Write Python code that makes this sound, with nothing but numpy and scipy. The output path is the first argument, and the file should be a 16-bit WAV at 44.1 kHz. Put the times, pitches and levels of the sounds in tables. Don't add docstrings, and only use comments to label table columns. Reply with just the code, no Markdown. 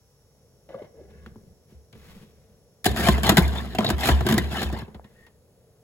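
import sys
import numpy as np
from scipy import signal
from scipy.fft import rfft, irfft, next_fast_len
from scipy.io import wavfile
from scipy.ndimage import uniform_filter1d, map_coordinates

SR = 44100
rng = np.random.default_rng(int(sys.argv[2]) if len(sys.argv) > 2 else 0)


def master(y):
    cut = np.clip(np.atleast_2d(y).T, -1, 1)
    pcm = np.round(cut * 32767)
    wavfile.write(sys.argv[1], SR, pcm.astype(np.int16))


N = 257081
TIME = np.arange(N) / SR

# pitch_hz, level_db
ROOM_COLOUR = [(15, -62.5), (25, -23), (53, -5), (117, -1.5), (217, -10), (326, -17.5), (451, -5.5),
               (734, -20), (1020, -27), (2350, -34.5), (5570, -31.5), (7920, -33), (9070, -35.5),
               (10100, -26.5), (13000, -38), (15700, -34.5)]
HAND_BUMP_COLOUR = [(100, -0.5), (150, 5), (215, 5), (290, -20), (380, -8), (480, -6.5), (900, -36.5)]
SKIN_COLOUR = [(1500, 4), (3500, 3), (6500, -6.5), (11000, -5), (15500, -8.5)]
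KNOCK_COLOUR = [(50, -50.5), (95, -0.5), (120, 0.5), (160, -1), (215, 4), (290, -9.5), (360, -4.5),
                (500, -13.5), (900, -49)]
TICK_COLOUR = [(1500, -32), (3500, 1.5), (5000, 0.5), (6000, -4), (7200, 0), (9000, -4.5), (11000, 0),
               (13000, -4.5), (15500, -8.5)]
THUD_COLOUR = [(40, -33), (90, 5), (125, 1), (210, 5), (380, 4), (550, -39.5), (1200, -58)]
# pitch_hz, width_hz, level_db
LID_MODES = [(1136, 97, -1.5), (1480, 82, -2), (1677, 88, 2.5), (1995, 46, 0.5), (2120, 92, 0),
             (2610, 79, -5), (2950, 89, -8.5), (3530, 100, -9.5)]
BOWL_MODES = [(356.6, 12, -3.5), (669, 103, 3.5), (984.5, 23, -6.5), (1044, 12, -1.5), (1136, 23, -10.5),
              (1280, 15, -22)]
SHELL_MODES = [(1390, 26, -7.5), (1510, 69, 3), (1700, 260, 0.5), (1914, 95, 5), (2068, 74, -6.5),
               (2714, 32, 0.5), (2990, 260, -4.5), (3680, 37, -1.5), (4050, 24, 1.5), (5020, 98, -18.5)]
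# time_s, level_db
MURMUR_LEVELS = [(0, -7.5), (.5, 0), (5.8, 0)]
# time_s, level_db
HISS_LEVELS = [(0, -73.5), (2.8, -75), (5.3, -95)]

# start_s, length_s, build_db, bump_db, scrape_db, skin_db, rocking_db
SLIDES = [(0.688, 0.12, -2, -69, -50.5, -71.5, -72), (0.95, 0.33, 9.5, -51, -52.5, -78, -45.5),
          (1.3, 0.18, 3, -50.5, -77, -92, -67), (1.66, 0.047, 19, -55, -83, -59, -82),
          (1.94, 0.17, 10.5, -46.5, -55, -48, -66), (2.14, 0.092, 0.5, -47.5, -76.5, -53.5, -64.5),
          (2.28, 0.27, -5, -62.5, -80.5, -70.5, -65), (4.84, 0.12, 5, -52.5, -57, -71, -63.5),
          (5.04, 0.2, 5.5, -58.5, -63.5, -61, -77)]
# start_s, length_s, build_db, level_db
BOWL_AIR_SWELLS = [(0.688, 0.13, 1, -44), (0.94, 0.076, 7.5, -45.5), (1.04, 0.32, -15, -68),
                   (1.94, 0.31, 3.5, -70)]
# time_s, pitch_hz
BOWL_AIR_PITCH = [(0.68, 567), (0.75, 535), (0.78, 635.6), (0.82, 557.7), (0.86, 513), (0.98, 435),
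                  (1.3, 431)]
# start_s, level_db, weight_db, hardness_db
LID_TAPS = [(0.689, -43, -2, -17), (0.743, -40.5, 2, -25), (0.82, -42, -2, -16), (0.844, -47.5, 1.5, -11.5),
            (1.105, -52.5, 0, -6.5), (1.261, -44, 5, -3), (1.358, -48.5, 10, -30), (1.718, -70, 26, -3),
            (1.927, -49, 7, 4.5), (1.951, -53.5, 15.5, -2), (2.223, -54, 9, -5), (4.879, -40.5, 3.5, -30),
            (4.945, -35.5, -0.5, -15), (5.043, -46.5, 4, -5.5), (5.265, -48.5, -10, -1.5)]
# start_s, pitch_hz, level_db, fade_s
FLEX_POPS = [(0.745, 542, -24, 0.058), (0.743, 1160, -36.5, 0.038), (0.819, 413, -23, 0.024),
             (1.262, 1500, -22.5, 0.004), (1.358, 923, -38, 0.012), (2.86, 734, -10.5, 0.054),
             (3.085, 1056, -11.5, 0.055), (3.292, 990, -12, 0.01), (3.296, 193.2, 1.5, 0.04),
             (3.318, 313, -8.5, 0.047), (3.337, 239, -11, .04), (3.381, 163.3, -2.5, 0.067),
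             (3.749, 736, -22, 0.061), (3.786, 697, -10.5, 0.049), (3.787, 3160, -17.5, 0.027),
             (3.81, 211, -19, .07), (3.906, 352, -13, 0.047), (4.264, 344, -16, 0.073),
             (4.322, 230, -8, 0.064), (4.344, 207, -5.5, 0.044), (4.378, 1615, -21.5, .03),
             (4.701, 875, -20.5, 0.0075), (4.996, 722, -20.5, 0.0067)]
# start_s, thud_db, boom_db
TABLE_BUMPS = [(1.358, -41, -64), (1.445, -53, -57), (1.722, -60, -43), (1.952, -65, -47.5),
               (2.86, -10, -18), (3.085, -10, -15.5), (3.292, -13, -42), (3.381, -10.5, -12),
               (3.788, -14.5, -28), (3.906, -31.5, -19.5), (4.091, -7.5, -10), (4.381, -14, -20.5),
               (4.625, -22, -20), (4.926, -59, -39)]
# start_s, level_db, weight_db, hardness_db
PLASTIC_HITS = [(2.843, -32, -7, 5), (2.855, -29.5, 2, 10), (2.862, -23, 5, 5.5), (2.961, -29, -0.5, -5),
                (2.97, -34, -3, 4), (3.085, -15, 10.5, -5.5), (3.179, -28, 5, -14), (3.232, -28, -2, 2.5),
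                (3.266, -29, -0.5, 4), (3.292, -12, 5.5, -1), (3.299, -26, 1, -8), (3.32, -28, 15, -12),
                (3.37, -11.5, -0.5, -4), (3.379, -18, -4, -1), (3.478, -49, 1.5, 13),
                (3.749, -27, -0.5, -10), (3.785, -14, 4, -21.5), (3.806, -24.5, -8, -32.5),
                (3.845, -22.5, 4, -9.5), (3.872, -35.5, 1.5, -8), (3.889, -23.5, -11.5, -9.5),
                (3.901, -20.5, -4.5, -4.5), (3.981, -35, -2, -7), (4.007, -38, -9, 6.5),
                (4.038, -30, 2.5, -0.5), (4.055, -25, 3.5, -3), (4.076, -25, 0.5, -7),
                (4.088, -14, 1.5, -12), (4.207, -21.5, 7.5, -22.5), (4.265, -26, 1, -1),
                (4.287, -23.5, 0.5, -1), (4.299, -26, 7.5, -3.5), (4.31, -26.5, -7, -2.5),
                (4.323, -26, 9, 0), (4.34, -36, 2.5, 6), (4.379, -24, 7.5, 3), (4.617, -25, -2.5, -9),
                (4.629, -32, -4, 0.5), (4.699, -35.5, -10, -41), (4.726, -43.5, 26.5, 1.5),
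                (4.787, -48, 0.5, 3.5), (4.819, -44, 19.5, -21)]
# start_s, length_s, build_db, rasp_db, fizz_db, shudder_db, spin_db
PLUNGER_STROKES = [(2.843, 0.039, 21.5, -34.5, -37.5, -22.5, -35), (2.96, 0.12, 9, -22, -31, -30.5, -30.5),
                   (3.228, 0.068, 2, -24, -34, -27, -34), (3.366, 0.022, -7, -29, -35, -20, -34),
                   (3.51, 0.068, 9, -34.5, -47.5, -35, -44), (3.78, 0.15, 2, -36, -53, -28.5, -41.5),
                   (3.98, 0.1, 19, -18, -29, -27.5, -35.5), (4.245, 0.14, 0, -36, -61.5, -24.5, -37),
                   (4.5, 0.14, 0.5, -31.5, -43.5, -34, -44.5), (4.715, 0.063, 10.5, -38, -60.5, -40, -60)]
# start_s, pitch_hz, level_db
PLUNGER_SQUEAKS = [(3.258, 4060, -27), (3.84, 3960, -29), (3.859, 4040, -24), (3.872, 4020, -30),
                   (4.626, 4260, -29)]
# start_s, length_s, build_db, level_db
LID_LIFTS = [(5.04, 0.023, -13, -65), (5.15, 0.12, 2.5, -60.5)]

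# pitch_hz, fade_s
ECHO_FADES = [(100, 0.34), (1000, 0.74), (5000, 0.091), (14000, 0.36)]
# pitch_hz, likeness
STEREO_LIKENESS = [(60, .97), (300, .93), (800, .87), (1500, .68), (3000, .62), (4500, .3), (6000, .35),
                   (6800, .88), (15000, .87)]
# pitch_hz, lead_radians
LEFT_LEAD = [(30, -.6), (68, -.7), (130, -.15), (250, 0), (1000, .6), (2000, .9), (3000, 2.1), (4600, 2.6),
             (5900, 2), (6500, .1), (7500, -.3), (8200, -2.2), (9350, -3.14), (11500, -6.2), (12600, -8),
             (13900, -9.45), (15400, -12.3)]
# pitch_hz, level_db
LEFT_BOOST = [(60, 0), (250, 0), (600, 1.5), (1100, 3.5), (2000, 1.7), (3600, 2), (5500, 0), (15000, 0)]


def gain(db):
    return 10 ** (np.asarray(db) / 20)


def unit(sound):
    return sound / np.sqrt(np.mean(sound ** 2) + 1e-20)


def look_up(points, hz):
    pitches, values = np.transpose(points)
    return np.interp(np.log(hz + 1), np.log(pitches + 1), values)


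def wobble(turns_per_s):
    return map_coordinates(rng.standard_normal(int(N * turns_per_s / SR) + 4), [TIME * turns_per_s])


def add(track, start_s, sound):
    part = track[..., round(start_s * SR):][..., :sound.shape[-1]]
    part += sound[..., :part.shape[-1]]


def filtered(sound, response):
    length = sound.shape[-1]
    padded = 2 * next_fast_len(length // 2 + 4096)
    return irfft(rfft(sound, padded) * response(np.fft.rfftfreq(padded, 1 / SR)), padded)[..., :length]


def colour(points):
    def response(hz):
        cepstrum = irfft(np.log(gain(look_up(points, hz))))
        half = len(cepstrum) // 2
        return np.exp(rfft(np.r_[cepstrum[0], 2 * cepstrum[1:half]], len(cepstrum)))
    return response


def band(low_hz, high_hz):
    return lambda hz: signal.freqs(*signal.butter(3, [low_hz, high_hz], "band", analog=True), hz)[1]


def resonances(modes):
    return lambda hz: sum((-1) ** k * gain(db) * 1j * hz * width / (pitch**2 - hz**2 + 1j * hz * width)
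                          for k, (pitch, width, db) in enumerate(modes))


def ring_one(drive, pitch_hz, width_hz):
    return unit(filtered(drive, lambda hz: resonances([(pitch_hz, width_hz, 0)])(hz) ** 2))


def ring_part(drive, modes, bed, bed_db):
    return unit(filtered(drive, lambda hz: resonances(modes)(hz) + gain(bed_db) * bed(hz)))


def friction(slips_per_s, spread_db, smooth):
    slips = (rng.random(N) < slips_per_s / SR) * gain(spread_db * np.minimum(rng.exponential(size=N), 3))
    power = signal.lfilter([1], [1, -np.exp(-1 / (.001 * SR))], slips ** 2)
    return rng.standard_normal((2, N)) * np.sqrt(power / power.mean() + smooth)


def burst(attack_s, fade_s):
    t = np.arange(SR // 6) / SR
    return rng.standard_normal((2, len(t))) * (1 - np.exp(-t / attack_s)) * gain(-60 * t / fade_s)


def blows(count, attack_s, fade_s, tone):
    bursts = np.array([burst(attack_s, fade_s) for _ in range(count)])
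    return [unit(blow) for blow in filtered(bursts, colour(tone))]


def swells(rows, attack_s, fade_db_per_s):
    start_s, length_s, build_db, *levels = np.transpose(rows)[..., None]
    clock = TIME[::32]
    t = clock - start_s
    db = build_db * (np.clip(t / length_s, 0, 1) - 1) - fade_db_per_s * np.clip(t - length_s, 0, 2)
    shape = np.clip(t / attack_s, 0, 1) * gain(db)
    return [np.interp(TIME, clock, np.linalg.norm(gain(level) * shape, axis=0)) for level in levels]


def varied(modes, spread_db):
    return np.array(modes) + np.outer(rng.normal(0, spread_db, len(modes)), [0, 0, 1])


def shifting(sound, depth_db, pitch_steps, time_steps):
    spectrum = signal.stft(sound, nperseg=512)[2]
    patches = uniform_filter1d(rng.standard_normal(spectrum.shape[1:]), pitch_steps, 0)
    patches = uniform_filter1d(patches, time_steps, 1)
    return unit(signal.istft(spectrum * gain(depth_db * unit(patches)), nperseg=512)[1][:, :N])


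def room_air():
    noise = gain(-59) * unit(filtered(rng.standard_normal((2, N)), colour(ROOM_COLOUR)))
    murmur = filtered(noise, lambda hz: (hz > 150) & (hz < 780))
    return noise + (gain(np.interp(TIME, *np.transpose(MURMUR_LEVELS))) - 1) * murmur


def faint_hiss():
    noise = ring_one(rng.standard_normal((2, N)), pitch_hz=5600, width_hz=900)
    return gain(np.interp(TIME, *np.transpose(HISS_LEVELS)) + 0.5 * wobble(11)) * noise


def rim_scrape():
    slips = friction(330, 2.5, smooth=0.3)
    ringing = sum(gain(db + 4 * wobble(12)) * ring_one(slips, hz, 1.5 * width)
                  for hz, width, db in LID_MODES)
    return unit(unit(ringing) + gain(-9) * unit(filtered(slips, band(500, 4200))))


def handling(bump, scrape, skin):
    bumping = bump * gain(-2.5) * unit(filtered(friction(87, 2.8, 0.93), colour(HAND_BUMP_COLOUR)))
    scraping = scrape * gain(-9.5) * rim_scrape()
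    brushing = skin * gain(-5.5) * unit(filtered(friction(900, 2.6, 0.84), colour(SKIN_COLOUR)))
    return bumping + scraping + brushing


def bowl_air(width_hz=45, waver_hz=28):
    pitch_hz = np.interp(TIME, *np.transpose(BOWL_AIR_PITCH)) + waver_hz * wobble(45)
    tone = np.exp(2j * np.pi * np.cumsum(pitch_hz) / SR)
    noise = rng.standard_normal((2, N))
    flutter = filtered(noise, lambda hz: 1 / (1 + 1j * hz / width_hz) / (1 + 1j * hz / 200))
    breathy_note = unit(((flutter[0] + 1j * flutter[1]) * tone).real)
    return swells(BOWL_AIR_SWELLS, attack_s=0.0031, fade_db_per_s=215)[0] * breathy_note


def lid_taps():
    out = np.zeros((2, N))
    knocks = blows(len(LID_TAPS), attack_s=0.0019, fade_s=0.086, tone=KNOCK_COLOUR)
    ticks = blows(len(LID_TAPS), attack_s=0.001, fade_s=0.022, tone=TICK_COLOUR)
    for (start_s, db, weight_db, hardness_db), knock, tick in zip(LID_TAPS, knocks, ticks):
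        bowl = gain(-22) * unit(filtered(burst(0.0018, 0.1), band(290, 1080)))
        lid = ring_part(burst(0.00026, 0.069), LID_MODES, band(1360, 3900), bed_db=13)
        ringing = bowl + gain(0.6 * hardness_db - 19.5) * lid
        contact = gain(weight_db - 16) * knock + gain(hardness_db - 28.5) * tick
        add(out, start_s, gain(db) * (contact + ringing))
    return out


def flex_pops(attack_cycles=0.71):
    out = np.zeros(N)
    t = np.arange(SR // 6) / SR
    for start_s, hz, db, fade_s in FLEX_POPS:
        attack = 1 - np.exp(-t * hz / attack_cycles)
        add(out, start_s, gain(db - 60 * t / fade_s) * attack * np.sin(2 * np.pi * hz * t))
    return out


def table_top(sway, boom_hz=69, fade_s=0.38, lag_s=0.03202, rise_s=0.002, wander_hz=6):
    def travel(hz):
        delay_s = lag_s * (boom_hz / np.maximum(hz, boom_hz)) ** 2.097
        return colour(THUD_COLOUR)(hz) * np.exp(-2j * np.pi * np.cumsum(delay_s) * hz[1])
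    t = np.arange(SR // 2) / SR
    thud = filtered(signal.unit_impulse(len(t)), travel)
    arrival = (1 + np.tanh((t - lag_s * 0.8) / rise_s)) / 2
    boom = arrival * gain(-60 * t / fade_s) * np.sin(2 * np.pi * boom_hz * t)
    out = sway * np.sin(2 * np.pi * np.cumsum(boom_hz + wander_hz * wobble(25)) / SR)
    for start_s, thud_db, boom_db in TABLE_BUMPS:
        add(out, start_s, gain(thud_db) * thud / abs(thud).max() + gain(boom_db) * boom / abs(boom).max())
    return filtered(out, band(43, 3000))


def plastic_clacks():
    out = np.zeros((2, N))
    knocks = blows(len(PLASTIC_HITS), attack_s=0.0013, fade_s=0.06, tone=KNOCK_COLOUR)
    ticks = blows(len(PLASTIC_HITS), attack_s=0.0006, fade_s=0.04, tone=TICK_COLOUR)
    for (start_s, db, weight_db, hardness_db), knock, tick in zip(PLASTIC_HITS, knocks, ticks):
        bowl = ring_part(burst(0.0002, 0.032), varied(BOWL_MODES, 1.2), band(470, 1400), bed_db=-8.5)
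        shell = ring_part(burst(0.0012, 0.031), varied(SHELL_MODES, 3.5), band(1200, 4100), bed_db=-7.5)
        ringing = gain(-15) * bowl + gain(0.74 * hardness_db - 14.5) * shell
        contact = gain(weight_db - 20.5) * knock + gain(hardness_db - 16.5) * tick
        add(out, start_s, gain(db) * (contact + ringing))
    return out


def blade_spin(stop_s=4.82, brake_db_per_s=269):
    coasting = swells(PLUNGER_STROKES, attack_s=0.015, fade_db_per_s=34)[-1]
    return coasting * gain(-brake_db_per_s * np.maximum(TIME - stop_s, 0))


def chopping(spin):
    rasp, fizz, shudder, _ = swells(PLUNGER_STROKES, attack_s=0.015, fade_db_per_s=265.5)
    chatter = gain(1.4 * wobble(110))
    body = [(hz, 2 * width, db) for hz, width, db in list(BOWL_MODES) + list(SHELL_MODES)]
    scrape = ring_part(friction(750, 2.2, 0.5), body, band(600, 3600), bed_db=-3.5)
    rumble = unit(filtered(friction(230, 0.94, 1.0), colour(KNOCK_COLOUR)))
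    base = np.hypot(shudder, gain(3) * spin) * rumble
    spindle = np.hypot(rasp, gain(-6) * spin) * shifting(scrape, depth_db=5, pitch_steps=3, time_steps=5)
    shreds = filtered(friction(900, 6, 0.6), colour(TICK_COLOUR))
    blades = np.hypot(fizz, gain(-14) * spin) * shifting(shreds, depth_db=1.5, pitch_steps=5, time_steps=9)
    wall_hits = friction(slips_per_s=390, spread_db=1.7, smooth=0)
    pieces = spin * gain(-9) * ring_part(wall_hits, body, band(700, 6000), bed_db=-18)
    return base + chatter * (spindle + blades) + pieces


def plunger_squeaks(length_s=0.015, width_hz=330):
    out = np.zeros(N)
    roughness = unit(filtered(friction(700, 4, 0.3), lambda hz: 1 / (1 + 1j * hz / width_hz) ** 2))
    for start_s, hz, db in PLUNGER_SQUEAKS:
        swell = np.sin(np.pi * np.clip((TIME - start_s) / length_s, 0, 1))
        phase = 2 * np.pi * hz * TIME
        out += gain(db) * swell * (roughness[0] * np.cos(phase) + roughness[1] * np.sin(phase))
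    return out


def lid_lift():
    singing = ring_one(friction(270, 1.9, 0.93), pitch_hz=1850, width_hz=110)
    return swells(LID_LIFTS, attack_s=0.0099, fade_db_per_s=502)[0] * singing


def room_echo(sound):
    hz, t, noise = signal.stft(rng.standard_normal((2, SR // 2)), SR, nperseg=256)
    tail = signal.istft(noise * gain(-60 * t / look_up(ECHO_FADES, hz)[:, None]), SR, nperseg=256)[1]
    delayed = np.pad(sound, ((0, 0), (300, 0)))
    echo = signal.fftconvolve(delayed, tail / np.linalg.norm(tail[0]), axes=1)[:, :N]
    return filtered(echo, lambda hz: 1 / (1 + 1j * hz / 4500))


def stereo(pair, shared):
    def blend(hz):
        angle = np.arccos(np.clip(look_up(STEREO_LIKENESS, hz), 0, 1)) / 2
        return np.array([np.cos(angle), np.sin(angle)])
    def lean(hz):
        sides = np.array([[.5], [-.5]])
        return gain(sides * look_up(LEFT_BOOST, hz)) * np.exp(1j * sides * look_up(LEFT_LEAD, hz))
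    middle, side = filtered(pair, blend)
    return filtered(shared + np.array([middle + side, middle - side]), lean)


def scene():
    spin = blade_spin()
    bump, scrape, skin, rocking = swells(SLIDES, attack_s=0.014, fade_db_per_s=172)
    chopper = plastic_clacks() + lid_taps() + chopping(spin) + handling(bump, scrape, skin) + lid_lift()
    tones = plunger_squeaks() + bowl_air() + flex_pops()
    echo = gain(-16) * room_echo(chopper + tones)
    sway = gain(7) * spin + rocking + gain(-70)
    shake = table_top(sway)
    return stereo(chopper + room_air(), tones + shake) + echo + faint_hiss()


def record(dry, top_hz=16100):
    rounded = dry / (1 + abs(dry) ** 6) ** (1 / 6)
    return filtered(rounded, lambda hz: 1 / np.sqrt(1 + (hz / top_hz) ** 160))


dry = scene()
out = record(dry)
master(out)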